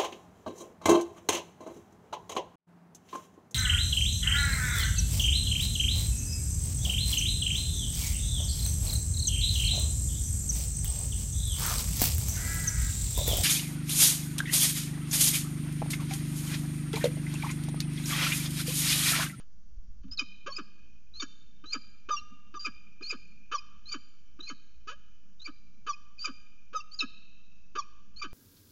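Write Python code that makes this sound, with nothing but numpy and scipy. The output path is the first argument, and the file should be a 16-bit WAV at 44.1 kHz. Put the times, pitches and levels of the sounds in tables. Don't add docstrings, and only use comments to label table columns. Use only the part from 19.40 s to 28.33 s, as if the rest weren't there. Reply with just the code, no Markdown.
import sys
import numpy as np
from scipy import signal
from scipy.fft import rfft, irfft, next_fast_len
from scipy.io import wavfile
from scipy.ndimage import uniform_filter1d, map_coordinates

SR = 44100
rng = np.random.default_rng(int(sys.argv[2]) if len(sys.argv) > 2 else 0)


def unload_audio(sound):
    columns = np.transpose(np.atleast_2d(sound))
    steps = np.round(np.clip(columns, -1, 1) * 32767)
    wavfile.write(sys.argv[1], SR, steps.astype(np.int16))


def field_ratio(decibels):
    return 10 ** (np.asarray(decibels, dtype=float) / 20)


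N = 393870

CHUP_MULTIPLES = [1, 2, 3, .5, 1.5, 2.5]
CHUP_BEND = 0.65


def along(points, hz):
    f, v = np.transpose(points)
    return np.interp(np.log(hz + 1), np.log(f + 1), v)


def unit(x):
    return x / np.sqrt(np.mean(x ** 2) + 1e-20)


def filtered(x, response):
    m = next_fast_len(len(x) + 8192)
    spectrum = rfft(x, m) * response(np.fft.rfftfreq(m, 1 / SR))
    return irfft(spectrum, m)[:len(x)]


def wobble(rate, count):
    knots = rng.standard_normal(int(count * rate / SR) + 4)
    return map_coordinates(knots, [np.arange(count) * rate / SR])


def add(track, s, sound):
    part = track[round(s * SR):][:len(sound)]
    part += sound[:len(part)]


def resonance(f, center, width):
    return 1j * f * width / (center * center - f * f + 1j * f * width)


def dips(f):
    # f/Hz, width/Hz, depth (0-1)
    gaps = [(776, 410, 0.8), (1984, 380, 0), (4900, 100, 0.98)]
    return np.prod([1 - np.clip(depth, 0, 1) * resonance(f, c, w) for c, w, depth in gaps], axis=0)


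def box(f):
    # f/Hz, width/Hz, level/dB
    modes = [(1230, 158, -0.5), (1649, 77, -0.5), (2460, 290, -3.5), (3069, 102, 2), (3570, 250, -5.5),
             (4770, 300, -1.5), (5655, 280, -3), (6700, 400, -1)]
    return dips(f) * sum((-1) ** k * field_ratio(db) * resonance(f, c, w) for k, (c, w, db) in enumerate(modes))


def sharpened_box(f, extra):
    ring = box(f)
    return ring * abs(ring) ** extra


def air():
    # t/s, rumble level/dB, box boom level/dB
    gusts = [
        (0.0, -61.5, -74),
        (0.501, -53, -71),
        (0.769, -58.5, -66.5),
        (1.561, -62.5, -69),
        (8.008, -66.5, -73.5),
        (8.93, -62.5, -70.5),
    ]
    # f/Hz, level/dB per Hz
    rumble_tone = [(4.7, -40.5), (8.0, -7), (16, -10.5), (27, -23.5), (54, -13.5), (130, -37.5),
                   (170, -87.5), (290, -120)]
    # f/Hz, level/dB per Hz
    boom_tone = [(65, -5.5), (110, -10.5), (195, 2.5), (319, -15), (565, -24), (633, -26.5), (685, -40.5),
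                 (900, -30), (1170, -71), (1980, -120)]
    # f/Hz, level/dB per Hz
    hiss_tone = [(350, -42), (600, -4.5), (794, -6), (1930, -9.5), (3680, -13.5), (5980, -4.5), (7920, -19),
                 (10300, -45), (17400, -120)]

    def noise(shape):
        return unit(filtered(rng.standard_normal(N), shape))

    s, rumble_db, boom_db = np.transpose(gusts)
    t = np.arange(N) / SR
    rumble_level = field_ratio(np.interp(t, s, rumble_db) + 2 * wobble(6, N))
    rumble = rumble_level * noise(lambda f: field_ratio(along(rumble_tone, f)))
    boom_level = field_ratio(np.interp(t, s, boom_db) + 1.5 * wobble(8, N))
    boom = boom_level * noise(lambda f: field_ratio(along(boom_tone, f)))
    hiss_level = field_ratio(-80 + 0.37 * wobble(8.7, N))
    hiss = hiss_level * noise(lambda f: field_ratio(along(hiss_tone, f)) * (0.5 + 1.4 * abs(box(f))))
    return rumble + boom + hiss


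def sill_knocks():
    # t/s, thud level/dB, scratch level/dB, T60/s
    contacts = [
        (.003, -68, -41.5, 0.1),
        (0.633, -80, -49.5, 0.13),
        (0.642, -38, -62, 0.11),
        (.68, -47, -51, 0.11),
        (2.911, -51, -84, 0.16),
    ]
    thud, scratch = np.zeros(N), np.zeros(N)
    t = np.arange(SR // 4) / SR
    for s, thud_db, scratch_db, t60 in contacts:
        modes = sum(field_ratio(rng.normal(0, 1.5)) * np.sin(2 * np.pi * hz * t) for hz in (195, 265))
        soft_onset = 1 - np.exp(-t / 0.011)
        add(thud, s, field_ratio(thud_db - 60 * t / t60) * soft_onset * modes)
        add(scratch, s, field_ratio(scratch_db - 60 * t / t60) * rng.standard_normal(len(t)))
    return thud + filtered(scratch, lambda f: box(f) / (1 + (f / 3000) ** 2))


def wing_beats():
    # t/s, pressure (full scale 1), width/s
    strokes = [
        (0.245, -0.0065, 0.0053),
        (0.376, -0.013, 0.0044),
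        (0.395, .015, 0.0044),
        (0.483, -0.012, 0.0052),
        (.507, 0.0093, 0.0037),
        (.622, -0.012, 0.005),
        (0.704, -0.0045, 0.0028),
        (.72, 0.0083, 0.0029),
        (.732, -0.0059, 0.0033),
    ]
    t = np.arange(N) / SR
    return sum(size * np.exp(-0.5 * ((t - s) / width) ** 2) for s, size, width in strokes)


def phrased(events, partials, multiples, bend, waver_db, waver_rate, colour):
    tables = []
    u = np.linspace(0, 1, num=24)
    for s, length, first_hz, last_hz, db, octave_db in events:
        pitch = first_hz * (last_hz / first_hz) ** (u ** bend)
        levels = []
        for k, (top_db, attack, hold, under, ends) in zip(multiples, partials):
            peak_db = db + top_db + max(np.log2(k), 0) * octave_db
            waver = waver_db * map_coordinates(rng.standard_normal(size=40), [u * length * waver_rate])
            ring_db = colour * 20 * np.log10(abs(box(k * pitch)) + 0.08)
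            corners = np.clip([0, attack / length, (attack + hold) / length, 1], 0, [0, 0.9, 0.95, 1])
            levels.append(peak_db + waver + ring_db - np.interp(u, corners, [under, 0, 0, ends]))
        tables.append(np.transpose([s + u * length, pitch, *levels]))
    return tables


def sung(tables, multiples, rough, rasp_db):
    fade = 0.0018
    tone, rasp = np.zeros(N), np.zeros(N)
    for rows in tables:
        s, pitch, *levels = np.transpose(rows)
        t = np.arange(s[0] - fade, s[-1] + fade, 1 / SR)
        edge = np.clip(np.minimum(t - t[0], t[-1] - t) / (2 * fade), 0, 1) ** 2
        fluttering = np.interp(t, s, pitch) * (1 + 0.004 * wobble(300, len(t)))
        phase = 2 * np.pi * np.cumsum(fluttering) / SR
        sizes = [field_ratio(uniform_filter1d(np.interp(t, s, db), size=200)) * edge for db in levels]
        for k, size in zip(multiples, sizes):
            shaky = size * (1 + rough * wobble(500, len(t)))
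            add(tone, t[0], np.sqrt(2) * shaky * np.sin(k * phase + k))
        breath = field_ratio(rasp_db + 2.5 * wobble(200, len(t))) * sum(sizes)
        add(rasp, t[0], breath * rng.standard_normal(len(t)))
    return tone + filtered(rasp, lambda f: sharpened_box(f, 0.6))


def throaty(events, start_hz, end_hz, bend, buzz_peak, low_peak, gain_db):
    low, buzz = np.zeros(N), np.zeros(N)
    for s, db, low_db, rasp_db, length in events:
        u = np.arange(0, 1, 1 / (SR * length))
        pitch = start_hz * (end_hz / start_hz) ** (u ** bend) * (1 + 0.05 * wobble(199.4, len(u)))
        phase = 2 * np.pi * np.cumsum(pitch) / SR

        def swell(peak):
            return np.sin(np.pi * u ** (np.log(0.5) / np.log(np.clip(peak, 0.05, 0.95)))) ** 2

        pulses = sum(np.cos(k * phase) / (1 + (k / 3.04) ** 2) for k in np.arange(2, 20))
        puffs = (1 + np.cos(phase)) ** 2
        rasp = field_ratio(rasp_db + 5.0 + 2.3 * wobble(250, len(u))) * puffs * rng.standard_normal(len(u))
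        add(buzz, s - 0.003, field_ratio(db + gain_db) * swell(buzz_peak) * (pulses + rasp))
        low_level = field_ratio(db + low_db + 4.5 * wobble(150, len(u))) * swell(low_peak) ** 0.41
        add(low, s - 0.003, low_level * (np.cos(phase) + 0.11 * np.cos(2 * phase)))
    return filtered(low, dips) + filtered(buzz, lambda f: sharpened_box(f, 0.4))


def whistles():
    # t/s, length/s, first f/Hz, last f/Hz, level/dB
    sighs = [
        (0.711, 0.038, 4950, 5240, -44),
        (1.117, .042, 4380, 4590, -43),
        (3.193, 0.06, 4780, 4770, -42),
        (3.629, 0.04, 4180, 4370, -43.5),
        (5.003, 0.011, 3860, 3840, -44),
        (5.022, 0.065, 3956, 4280, -49.5),
        (5.996, 0.014, 3760, 3740, -52.5),
        (6.014, 0.022, 3940, 4090, -49),
        (6.04, 0.017, 4320, 4450, -53.5),
    ]
    # t/s, length/s, first f/Hz, last f/Hz, level/dB
    swells = [
        (1.738, 0.065, 3920, 4450, -49.5),
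        (2.257, 0.073, 3820, 4420, -46.5),
        (3.66, .04, 4280, 4990, -42),
        (4.457, 0.063, 3990, 4680, -49.5),
        (6.79, .06, 4500, 4900, -42),
        (7.514, .036, 4330, 4900, -49),
        (8.762, 0.048, 4130, 4700, -50),
        (7.555, 0.035, 6500, 6800, -64),
        (2.782, .02, 4500, 4000, -56),
    ]
    # t/s, length/s, first f/Hz, last f/Hz, level/dB
    snaps = [
        (0.773, 0.019, 5150, 3680, -38.5),
        (1.798, 0.013, 3800, 3550, -37.5),
        (7.589, 0.026, 5130, 3664, -32.5),
    ]
    # peak level/dB, attack/s, hold/s, start drop/dB, end drop/dB
    sigh_partials = [(0, 0.005, .005, 9, 8), (-25, .015, .005, 9, 3)]
    # peak level/dB, attack/s, hold/s, start drop/dB, end drop/dB
    swell_partials = [(0, 0.04, .006, 6, 3.5), (-22, .045, .005, 10.5, 3)]
    # peak level/dB, attack/s, hold/s, start drop/dB, end drop/dB
    snap_partials = [(0, .002, 0.017, 3, 9), (-29, .011, .003, 5.2, 16)]
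    multiples = [1, 1.5]

    def glides(rows):
        return [(*row, 0) for row in rows]

    thin = phrased(glides(swells), swell_partials, multiples, bend=0.9, waver_db=3.0, waver_rate=95, colour=0.05)
    thin += phrased(glides(sighs), sigh_partials, multiples, bend=0.9, waver_db=2.0, waver_rate=80, colour=0.05)
    thin += phrased(glides(snaps), snap_partials, multiples, bend=0.33, waver_db=1.5, waver_rate=57, colour=0.22)
    return sung(thin, multiples, rough=0.2, rasp_db=-4)


def chups():
    # peak t/s, peak f/Hz, level/dB, brightness/dB per octave, half-pitch level/dB
    plain = [
        (1.168, 2500, -42.5, 6.5, -8),
        (1.809, 2300, -46, 6, 4),
        (2.334, 2410, -36, 3, -12),
        (3.257, 2460, -32.5, -5.5, 3),
        (3.710, 2460, -33, -1, -10),
        (4.526, 2375, -37.5, 2.5, 0),
        (5.09, 2220, -48, 5.5, -3),
        (6.061, 2385, -43, -2.5, -8),
        (6.855, 2450, -33, -2, 6),
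        (8.827, 2384, -38, -4, 8),
    ]
    # peak t/s, peak f/Hz, level/dB, brightness/dB per octave, half-pitch level/dB
    snapped = [
        (0.795, 2450, -29, -2, -10),
        (7.610, 2590, -30, -1, -10),
    ]
    # peak level/dB, attack/s, hold/s, start drop/dB, end drop/dB
    plain_partials = [(0, 0.012, 0.0026, 18, 18), (2, .011, 0.0033, 15, 30), (-8, 0.013, 0.0026, 36, 27),
                      (-13, 0.0065, 0.0021, 6.2, 26), (-22, 0.01, 0.0036, 12, 15),
                      (-19.5, 0.0076, 0.0036, 12, 6.8)]
    # peak level/dB, attack/s, hold/s, start drop/dB, end drop/dB
    snapped_partials = [(0, .006, .004, 16, 20), (0, .005, .003, 16, 36), (-24, .01, .002, 30, 14),
                        (-11, .02, .004, 6, 6), (-20, .01, .004, 12, 9), (-14, .008, .004, 12, 12)]
    half_pitch = np.array([0, 0, 0, 0, 0, 1, 1, 1])
    # rise/s, fall/s, then first and last pitch over the peak pitch
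    kinds = [(plain, plain_partials, 0.012, 0.019, 1.06, 0.94),
             (snapped, snapped_partials, 0.007, 0.03, 1.04, 0.965)]
    tables = []
    for rows, partials, rise, fall, above, sinks in kinds:
        events = [(s - rise, rise + fall, hz * above, hz * sinks, db, octave_db) for s, hz, db, octave_db, _ in rows]
        stacks = phrased(events, partials, CHUP_MULTIPLES, CHUP_BEND, waver_db=2.2, waver_rate=130, colour=0.45)
        tables += [stack + row[-1] * half_pitch for stack, row in zip(stacks, rows)]
    return sung(tables, CHUP_MULTIPLES, rough=0.28, rasp_db=-5.5)


def clucks():
    # t/s, buzz level/dB, fundamental level/dB, rasp level/dB, length/s
    events = [(0.8042, -44.5, -8, -7, 0.042), (1.1832, -30.5, -15, -46, 0.045),
              (1.8223, -28.5, -16.5, -14, 0.033), (2.3444, -28.5, -17, -31.5, 0.044),
              (3.2646, -30.5, -15.5, -39, 0.041), (3.7255, -33.5, -13.5, -34.5, 0.046),
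              (4.5381, -30, -16.5, -24, 0.046), (5.0978, -34, -15.5, -18.5, 0.043),
              (6.0728, -37, -16.5, -40, 0.046), (6.8727, -32.5, -14.5, -45, 0.052),
              (7.6209, -32, -13, -35, 0.044), (8.8381, -30, -17.5, -34, 0.048)]
    return throaty(events, start_hz=626, end_hz=179.0, bend=0.62, buzz_peak=0.21, low_peak=0.45, gain_db=0.5)


def croaks():
    # t/s, buzz level/dB, fundamental level/dB, rasp level/dB, length/s
    openers = [
        (1.0626, -24.5, -21.5, -30.5, 0.039),
        (2.6886, -23.5, -23, -31, 0.023),
        (4.115, -21, -29, -33.5, 0.044),
        (6.4654, -26, -26.5, -27.5, 0.041),
        (7.3304, -33, -20.5, -36, 0.031),
        (8.3526, -23, -26, -42.5, 0.033),
    ]
    # t/s, buzz level/dB, fundamental level/dB, rasp level/dB, length/s
    lone = [
        (5.473, -27.5, -27, -27, .082),
    ]
    out = throaty(openers, start_hz=266.0, end_hz=640.4, bend=0.61, buzz_peak=0.28, low_peak=0.34, gain_db=-3.0)
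    return out + throaty(lone, start_hz=340, end_hz=680, bend=0.7, buzz_peak=0.26, low_peak=0.2, gain_db=-3.5)


def creaky_notes():
    # t/s, length/s, first f/Hz, last f/Hz, level/dB
    events = [
        (1.088, .036, 1100, 1078, -43),
        (2.704, 0.067, 1231, 1121, -29),
        (3.146, .04, 1230, 1155, -42.5),
        (4.134, 0.042, 1230, 1020, -32),
        (6.480, 0.049, 1214, 1060, -33),
        (7.348, 0.058, 1283, 1160, -32.5),
        (8.372, 0.045, 1230, 1014, -33),
    ]
    # peak level/dB, attack/s, hold/s, start drop/dB, end drop/dB
    partials = [(-2, .013, .019, 3.1, 26), (-26.5, 0.0064, 0.0064, 3.5, 19.4), (-23, 0.0093, .02, 6, 12),
                (-19.5, .012, 0.014, 10, 9.1), (-14, .016, 0.012, 31, 23), (-24.5, .02, 0.012, 19, 26)]
    multiples = [1, 2, 3, 4, 5, 6]
    rows = [(*row, 0) for row in events]
    full = phrased(rows, partials, multiples, bend=1.4, waver_db=1.5, waver_rate=90, colour=0.12)
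    return sung(full, multiples, rough=0.011, rasp_db=-16)


def grunts():
    # t/s, buzz level/dB, fundamental level/dB, rasp level/dB, length/s
    events = [
        (2.240, -40.5, -5.5, -37, 0.025),
        (3.141, -37, -9.5, -30.5, 0.023),
        (3.609, -43.5, -6, -30.5, 0.022),
        (4.991, -44, -8, -34, 0.029),
    ]
    return throaty(events, start_hz=252.0, end_hz=427.4, bend=0.65, buzz_peak=0.19, low_peak=0.43, gain_db=2)


def pips():
    # t/s, length/s, f/Hz, level/dB, brightness/dB per octave
    events = [(2.762, 0.039, 2810, -42.5, -2), (3.619, .034, 2463, -42, -12), (4.178, 0.022, 2500, -45, 2),
              (4.483, 0.017, 2470, -52, -3), (5.067, .022, 2487, -46.5, -12),
              (6.528, .024, 2514, -49, -1.5), (6.779, 0.02, 2485, -54, -5.5),
              (7.399, 0.017, 2752, -49.5, -5), (8.416, .024, 2482, -52, -13.5), (8.79, .018, 2450, -54, -9),
              (3.665, .022, 2460, -50, -12)]
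    # peak level/dB, attack/s, hold/s, start drop/dB, end drop/dB
    partials = [(0, 0.0077, 0.0044, 20, 12), (0, .007, .001, 14, 26)]
    rows = [(s, length, hz, hz * 0.98, db, octave_db) for s, length, hz, db, octave_db in events]
    short = phrased(rows, partials, CHUP_MULTIPLES, CHUP_BEND, waver_db=1.5, waver_rate=49, colour=0.041)
    return sung(short, CHUP_MULTIPLES, rough=0.065, rasp_db=-4.0)


def falcon():
    return whistles() + chups() + clucks() + croaks() + creaky_notes() + grunts() + pips()


def echo(x, decays, delay):
    hz, t, z = signal.stft(rng.standard_normal(int(1.5 * SR)), SR, nperseg=256)
    decay = field_ratio(-60 * t / along(decays, hz)[:, None])
    tail = signal.istft(z * decay, SR, nperseg=256)[1]
    tail *= 1 - np.exp(-np.arange(len(tail)) / (SR * delay))
    return signal.fftconvolve(x, tail / np.linalg.norm(tail))[:N]


def box_ring(voice):
    inside = filtered(voice, lambda f: 0.59 + 0.36 * abs(box(f)))
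    return field_ratio(-6) * echo(inside, [(300, 0.078), (6000, 0.052)], delay=0.003)


def land_echo(voice):
    # f/Hz, T60/s
    decays = [(200, 2), (1000, 0.76), (2700, 2.3), (5000, 0.45), (7300, 0.92)]
    # f/Hz, level/dB
    tone = [(300, -5), (1800, -7), (5000, 1), (7000, -2)]
    back = filtered(voice, lambda f: field_ratio(along(tone, f)) * (0.73 + 0.63 * abs(box(f))))
    return field_ratio(-17) * echo(back, decays, delay=0.025)


def scene():
    voice = falcon()
    landing = sill_knocks() + wing_beats()
    return (air() + landing + voice + box_ring(voice) + land_echo(voice))[None]


def top_cut(x):
    return signal.sosfilt(signal.butter(12, 8070, fs=SR, output="sos"), x)


def record(dry):
    # f/Hz, level/dB
    mic_top = [(6500, 3), (7200, -1), (7700, -20), (8300, -63), (9500, -80)]
    x = filtered(dry[0], lambda f: field_ratio(along(mic_top, f)))
    x = x + field_ratio(-92) * rng.standard_normal(N) + 0.0138
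    return top_cut(x[None])


dry = scene()
out = record(dry)
unload_audio(out)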